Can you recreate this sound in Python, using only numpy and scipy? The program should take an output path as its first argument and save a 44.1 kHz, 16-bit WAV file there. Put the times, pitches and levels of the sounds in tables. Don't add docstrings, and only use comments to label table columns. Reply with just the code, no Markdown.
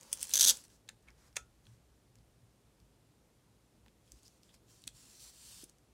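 import sys
import numpy as np
from scipy import signal
from scipy.fft import rfft, irfft
from scipy.io import wavfile
from scipy.ndimage import uniform_filter1d

SR = 44100
rng = np.random.default_rng(int(sys.argv[2]) if len(sys.argv) > 2 else 0)


def int16_out(signal):
    q = np.round(np.clip(np.atleast_2d(signal).T, -1, 1) * 32767)
    wavfile.write(sys.argv[1], SR, q.astype(np.int16))


def convert_level_to_amplitude(level_db):
    exponent = np.asarray(level_db, float) / 20
    return 10 ** exponent


N = 261513


def evened(x):
    return x / np.sqrt(np.mean(x ** 2) + 1e-20)


def read(points, hz):
    f, value = np.transpose(points)
    return np.interp(np.log(hz + 1), np.log(f + 1), value)


def add(mix, start_s, sound):
    part = mix[round(start_s * SR):][:len(sound)]
    part += sound[:len(part)]


def resonate(x, hz, width_hz):
    return signal.lfilter(*signal.iirpeak(hz, hz / width_hz, SR), x)


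def band(x, lo_hz, hi_hz):
    return signal.sosfilt(signal.butter(N=3, Wn=[lo_hz, hi_hz], btype="band", fs=SR, output="sos"), x)


def coloured(points):
    hz = np.fft.rfftfreq(N, 1 / SR)
    return evened(irfft(rfft(rng.standard_normal(N)) * convert_level_to_amplitude(read(points, hz)), N))


def ramp(start_s, end_s, first_db, last_db, edge_db_per_s):
    t = np.arange(N) / SR
    outside_s = np.maximum(np.maximum(start_s - t, t - end_s), 0)
    return np.interp(t, [start_s, end_s], [first_db, last_db]) - edge_db_per_s * outside_s


def background():
    # freq_hz, level_db_per_hz
    air_spectrum = [(15, -49.5), (25, -19.5), (43, 0.5), (66, 0.5), (84, -13), (120, -1.5), (363, -12),
                    (463, -13), (677, -17.5), (1650, -25.5), (9570, -29), (14800, -37), (16000, -48)]
    # freq_hz, width_hz, level_db
    hum = [(58.15, 21, -70.5), (111.4, 22, -73.5)]
    # centre_s, lift_db, width_s
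    leans = [
        (.42, 12, .12),
        (1.3, 7.5, 0.3115),
        (1.7, 10.5, 0.061),
        (2.2, 6, 0.36),
        (2.86, 5.5, 0.058),
        (3.8, 2, .25),
        (4.14, 8.5, 0.042),
        (4.9, 9.5, 0.084),
        (5.2, 2, 0.16),
        (5.56, 7, 0.068),
    ]
    air_db, rumble_db = -68.5, -73
    air = convert_level_to_amplitude(air_db) * coloured(air_spectrum)
    for hz, width_hz, db in hum:
        drone = resonate(rng.standard_normal(N), hz, width_hz)
        air += convert_level_to_amplitude(db) * evened(resonate(drone, hz, width_hz))
    low = signal.lfilter(*signal.butter(N=2, Wn=250, fs=SR), air)
    t = np.arange(N) / SR
    lift_db = sum(db * np.exp(-((t - s) / width_s) ** 2) for s, db, width_s in leans)
    return air - low + evened(low) * convert_level_to_amplitude(rumble_db + lift_db)


def room(x):
    # freq_hz, t60_s
    decay = [(500, 0.26), (2000, 0.13), (6000, 0.15), (14000, 0.12)]
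    taps = rng.standard_normal(SR // 2) * (np.arange(SR // 2) > 250)
    hz, t, z = signal.stft(taps, SR, nperseg=256)
    fade = convert_level_to_amplitude(-60 * t / read(decay, hz)[:, None])
    tail = signal.istft(z * fade, SR, nperseg=256)[1]
    return signal.fftconvolve(x, tail / np.linalg.norm(tail))[:N]


def table_shake():
    # freq_hz, width_hz, level_db
    modes = [(534, 50, -1.5), (878.5, 170, -3.5), (430, 60, -6.5)]
    # start_s, end_s, first_db, last_db
    tugs = [
        (.03, .33, -69, -73),
        (.345, .44, -61, -60),
        (.455, .505, -54, -52.5),
    ]
    settle_db_per_s = 299
    db = np.max([ramp(*tug, settle_db_per_s) for tug in tugs], axis=0)
    push = rng.standard_normal(N)
    top = sum(convert_level_to_amplitude(mode_db) * evened(resonate(push, hz, width_hz)) for hz, width_hz, mode_db in modes)
    return (convert_level_to_amplitude(-3.5) * evened(band(push, 200, 420)) + top) * convert_level_to_amplitude(db)


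def hand_bumps():
    # start_s, peak_db, pitch_hz, t60_s
    hits = [(.09, -61, 544, 0.17), (.34, -62, 550, 0.28), (1.37, -53, 1312, 0.17),
            (1.371, -54.5, 1420, 0.2), (1.676, -52, 114, 0.4), (2.201, -59, 117, 0.26),
            (2.431, -57, 110.4, 0.152), (2.82, -57.5, 109.5, 0.13), (3.874, -59, 220, 0.065),
            (3.866, -61, 900, .04), (4.135, -51.5, 320, 0.032), (4.868, -50, 262, 0.052),
            (5.634, -32.5, 302, 0.013)]
    out, t = np.zeros(N), np.arange(16000) / SR
    for s, db, hz, t60_s in hits:
        onset = 1 - np.exp(-t / 0.0022)
        add(out, s, convert_level_to_amplitude(db - 60 * t / t60_s) * onset * np.sin(2 * np.pi * hz * t))
    return out


def rubbing():
    # start_s, end_s, first_db, last_db, dull_lift_db
    strokes = [(0, 0.202, -68, -59, -11.5), (0.2, .25, -55.5, -51, -16.5), (.26, 0.326, -58, -50.5, -19),
               (0.545, .62, -53, -63, -14), (.62, 0.65, -71, -63, -13), (0.703, .76, -69.5, -70.5, -11),
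               (1.084, 1.098, -81.5, -83, 13), (1.18, 1.28, -77, -72, -1), (1.651, 1.749, -76, -77.5, -6.5),
               (4.057, 4.196, -76, -70.5, -15), (4.235, 4.273, -68.5, -68, -21),
               (4.29, 4.38, -74, -76.5, -18), (4.44, 4.518, -73.5, -78, -13),
               (4.551, 4.555, -65, -76, -11.5), (4.697, 4.864, -67.5, -73, -12.5),
               (4.954, 5.184, -64, -62, -15), (5.2, 5.243, -58.5, -55.5, -24),
               (5.233, 5.303, -57, -59.5, -15.5), (5.325, 5.494, -64, -56.5, -18.5),
               (5.508, 5.63, -57, -57.5, -18), (5.695, 5.697, -67, -69.5, -13)]
    # freq_hz, level_db_per_hz
    skin = [(1350, -43), (2300, -15), (2600, -10.5), (3230, -8.5), (4370, -4.5), (7280, -4.5), (8160, -5),
            (14500, -19), (16000, -23.5)]
    slow = evened(uniform_filter1d(rng.standard_normal(N), size=150))
    grit = convert_level_to_amplitude(1.9 * rng.standard_normal(N) + 0.6 * slow)
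    hz, t, z = signal.stft(coloured(skin) * grit, SR, nperseg=256)
    patches = uniform_filter1d(rng.standard_normal(z.shape), size=2, axis=0)
    patches = evened(uniform_filter1d(patches, size=70, axis=1))
    scrape = evened(signal.istft(z * convert_level_to_amplitude(1.6 * patches), SR, nperseg=256)[1][:N])
    bright = signal.lfilter(*signal.butter(N=1, Wn=8000, btype="high", fs=SR), scrape)
    dull = evened(band(rng.standard_normal(N) * grit, 800, 2100))

    lift_db_per_s = 450
    levels_db = np.array([ramp(*row[:4], lift_db_per_s) for row in strokes])
    db = levels_db.max(0)
    dull_db = np.array(strokes)[levels_db.argmax(0), 4]
    bright_db = 1.5 + 0.14 * (np.maximum(db, -85) + 65)
    return convert_level_to_amplitude(db) * (scrape + convert_level_to_amplitude(dull_db) * dull + (convert_level_to_amplitude(bright_db) - 1) * bright)


def scuffs():
    # start_s, end_s, level_db, pitch_hz
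    drags = [
        (1.08, 1.094, -65, 2240),
        (1.18, 1.28, -80, 5200),
        (4.256, 4.28, -65.5, 5200),
        (4.493, 4.51, -71, 3530),
        (4.538, 4.558, -72, 4900),
    ]
    relative_width, edge_db_per_s = 0.12, 1500
    slow = evened(uniform_filter1d(rng.standard_normal(N), size=90))
    grit = rng.standard_normal(N) * convert_level_to_amplitude(2.8 * slow)
    out = np.zeros(N)
    for start_s, end_s, db, hz in drags:
        squeak = evened(resonate(grit, hz, relative_width * hz))
        out += convert_level_to_amplitude(ramp(start_s, end_s, db, db - 1, edge_db_per_s)) * squeak
    return out


def snaps(rows, t60_s, bright_db, own_db, width_hz, sheet_db, crack_db, after_db, thud_db, creep_db):
    # freq_hz, width_hz, level_db
    sheet = [(3395, 440, -0.5), (4620, 940, -0.5), (6180, 450, 3.5), (8200, 2200, -3), (11710, 2533, -33)]
    creep_s, creep_db_per_s = .006, 5000
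    out, t = np.zeros(N), np.arange(2000) / SR - creep_s
    chance = rng.standard_normal((len(rows), 2, len(t)))
    for (s, db, hz, dull_db), (noise, size) in zip(rows, chance):
        spray = noise * convert_level_to_amplitude(3.5 * size)
        dying = convert_level_to_amplitude(-60 * t / max(t60_s, .002)) + convert_level_to_amplitude(after_db - 60 * t / 0.08)
        spray *= np.where(t < 0, convert_level_to_amplitude(creep_db + creep_db_per_s * t), dying)
        spray[np.argmax(t >= 0)] = convert_level_to_amplitude(crack_db)

        ring = convert_level_to_amplitude(own_db) * resonate(spray, hz, width_hz * hz / 6000) + convert_level_to_amplitude(-21.5) * spray
        for k, (mode_hz, mode_width_hz, mode_db) in enumerate(sheet):
            sign = (-1) ** k
            ring += sign * convert_level_to_amplitude(sheet_db + mode_db) * resonate(spray, mode_hz, mode_width_hz)
        ring = evened(band(ring, min(2300, 0.61 * hz), 11930))

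        dull = evened(band(spray, 1450, 2600)) + convert_level_to_amplitude(thud_db) * evened(band(spray, 420, 1000))
        fizz = evened(resonate(band(spray, 9110, 17000), 10500, 4009))
        fizz_db = bright_db + 3.2 * np.log2(hz / 6000)
        snap = ring + convert_level_to_amplitude(dull_db) * dull + convert_level_to_amplitude(fizz_db) * fizz
        peak = np.sqrt(2 * uniform_filter1d(snap ** 2, size=20).max())
        add(out, s - creep_s, convert_level_to_amplitude(db) * snap / peak)
    return out


def with_dull(rows, dull_db):
    dull_per_db, usual_db = -0.4339, -30
    return [(s, db, hz, dull_db + dull_per_db * (db - usual_db)) for s, db, hz in rows]


def followers(rows):
    delay_s, drop_db, spread_db, pitch_hz = .0026, -7, 2.5, 6130
    chance = np.clip(rng.standard_normal((len(rows), 3)), -2, 2)
    out = []
    for (s, db, hz), (a, b, c) in zip(rows, chance):
        late_s = s + delay_s * (1 + .15 * a)
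        out.append((late_s, db + drop_db + spread_db * b, pitch_hz * (1 + 0.051 * c)))
    return out


def pressing():
    # start_s, peak_db, loudest_ring_hz, dull_share_db
    grips = [(2.1556, -54, 6570, -10), (2.1866, -59.5, 5160, -11), (2.8016, -59.5, 4720, -16),
             (3.8622, -56.5, 2600, 0), (3.8821, -53.5, 3720, -1.5), (4.0775, -61.5, 3170, -11),
             (4.1198, -40.5, 6650, -26), (4.2319, -54, 6720, -25), (4.2804, -46.5, 5800, -23),
             (4.433, -51, 4968, -18), (4.4935, -57.5, 3530, -3.5), (4.5425, -52, 7880, -6),
             (4.5633, -62, 4780, -12), (4.6836, -64, 3240, -14), (4.8198, -53, 9560, -22),
             (4.8395, -42.5, 4240, -18), (4.8711, -46, 8700, -15), (4.8736, -43, 8600, -13),
             (4.8765, -29, 7150, -14), (4.878, -31, 3720, -24), (4.8886, -51, 5000, -5),
             (5.0256, -59, 7800, -20), (5.6397, -41.5, 10250, -28), (5.6414, -39.5, 10290, -34),
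             (5.6964, -48, 6720, -28), (5.7848, -58.5, 6400, -12)]
    return snaps(grips, t60_s=0.012, bright_db=-8.5, own_db=7, width_hz=1400, sheet_db=-21,
                 crack_db=20.5, after_db=-29, thud_db=-12, creep_db=-10.5)


def carrying():
    # start_s, peak_db, loudest_ring_hz, dull_share_db
    touches = [(.5197, -41, 6500, 1), (.5281, -42.5, 7066, -15), (.5707, -38, 8310, -20),
               (.6394, -47.5, 9050, -15), (.6512, -51, 6140, -14), (.6813, -55, 9000, -11),
               (.7015, -60, 4950, -4), (.8792, -56, 4000, -11), (.8892, -36, 3970, -6),
               (.8915, -38, 7500, -7), (.8978, -50, 1593, 1), (1.027, -63.5, 7500, -12.5),
               (1.0859, -55, 2290, -8.5), (1.1044, -56, 5040, -4), (1.328, -61, 5240, -8),
               (1.358, -42.5, 6470, -2), (1.3605, -41, 6700, -15.5), (1.3635, -39.5, 4300, -10),
               (1.3668, -22.5, 6800, -5), (1.3686, -25, 6620, -2.5), (1.37, -30.5, 3300, -5),
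               (1.3737, -38.5, 1523, 12), (1.6542, -58, 3786, -16), (1.6677, -54, 3370, -7)]
    return snaps(touches, t60_s=.011, bright_db=-11.5, own_db=9, width_hz=1700, sheet_db=-21,
                 crack_db=15.5, after_db=-26.5, thud_db=-12.0, creep_db=-14)


def picking():
    # start_s, peak_db, loudest_ring_hz
    picks = [(.0109, -43, 6600), (.0262, -51, 4910), (.0316, -44, 7190), (.052, -66, 3000),
             (.1165, -43, 6000), (.1195, -45, 10120), (.1294, -15.5, 9010), (.137, -29.5, 7300),
             (.1682, -52, 5800), (.1733, -40, 6196), (.1863, -41.5, 6200), (.1944, -41, 5920),
             (.2072, -35.5, 6080), (.2142, -32, 8110), (.2185, -39.5, 9016), (.2225, -40, 9040),
             (.226, -35.5, 8530), (.2292, -19, 8930), (.2417, -33, 9186), (.248, -43, 9000),
             (.2528, -40, 7340), (.271, -37.5, 8293), (.282, -44.5, 4478), (.2942, -33, 10280),
             (.3071, -34.5, 9046), (.3134, -35.5, 3512), (.318, -44.5, 8000), (.328, -39, 3983),
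             (.3301, -35, 8840)]
    return snaps(with_dull(picks, dull_db=-20), t60_s=0.015, bright_db=-7.5, own_db=7.5, width_hz=1700,
                 sheet_db=-4.5, crack_db=23, after_db=-22.5, thud_db=-14, creep_db=-8)


def ripping():
    # start_s, peak_db, loudest_ring_hz
    slips = [(.3373, -13.5, 6090), (.3463, -20, 6100), (.3556, -15, 6000), (.3592, -20.5, 6147),
             (.3692, -19, 5982), (.376, -17, 6034), (.3889, -21, 4806), (.3955, -14.5, 5938),
             (.3997, -20.5, 5866), (.4032, -21.5, 5940), (.4089, -11, 6020), (.413, -14.5, 5845),
             (.4183, -16, 7782), (.427, -13.5, 5778), (.4312, -13.5, 5780), (.4402, -13, 4603),
             (.446, -13, 5610), (.4503, -13.5, 5730), (.4609, -17.5, 5054), (.4653, -19, 5690),
             (.469, -18.5, 6680), (.4719, -16.5, 4660), (.4757, -12, 6337), (.4826, -11, 11650),
             (.4867, -17.5, 6583), (.4914, -11.5, 5744), (.496, -10, 5790), (.5024, -14, 6395),
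             (.507, -16, 7950), (.5115, -27, 5329)]
    rows = with_dull(slips + followers(slips), dull_db=-16.0)
    return snaps(rows, t60_s=0.012, bright_db=-9.0, own_db=5.0, width_hz=170, sheet_db=-1.0,
                 crack_db=18.5, after_db=-20.5, thud_db=-12.5, creep_db=-21.5)


def scene():
    close = table_shake() + hand_bumps() + rubbing() + scuffs()
    close += pressing() + carrying() + picking() + ripping()
    return (background() + convert_level_to_amplitude(-15.0) * room(close) + close)[None]


def roll_off(x):
    return signal.sosfilt(signal.butter(12, 16520, fs=SR, output="sos"), x)


def record(dry):
    edge = signal.firwin(numtaps=255, cutoff=15900, fs=SR)
    heard = signal.oaconvolve(band(dry, 28, 20000), edge[None], "same")
    return roll_off(heard)


dry = scene()
out = record(dry)
int16_out(out)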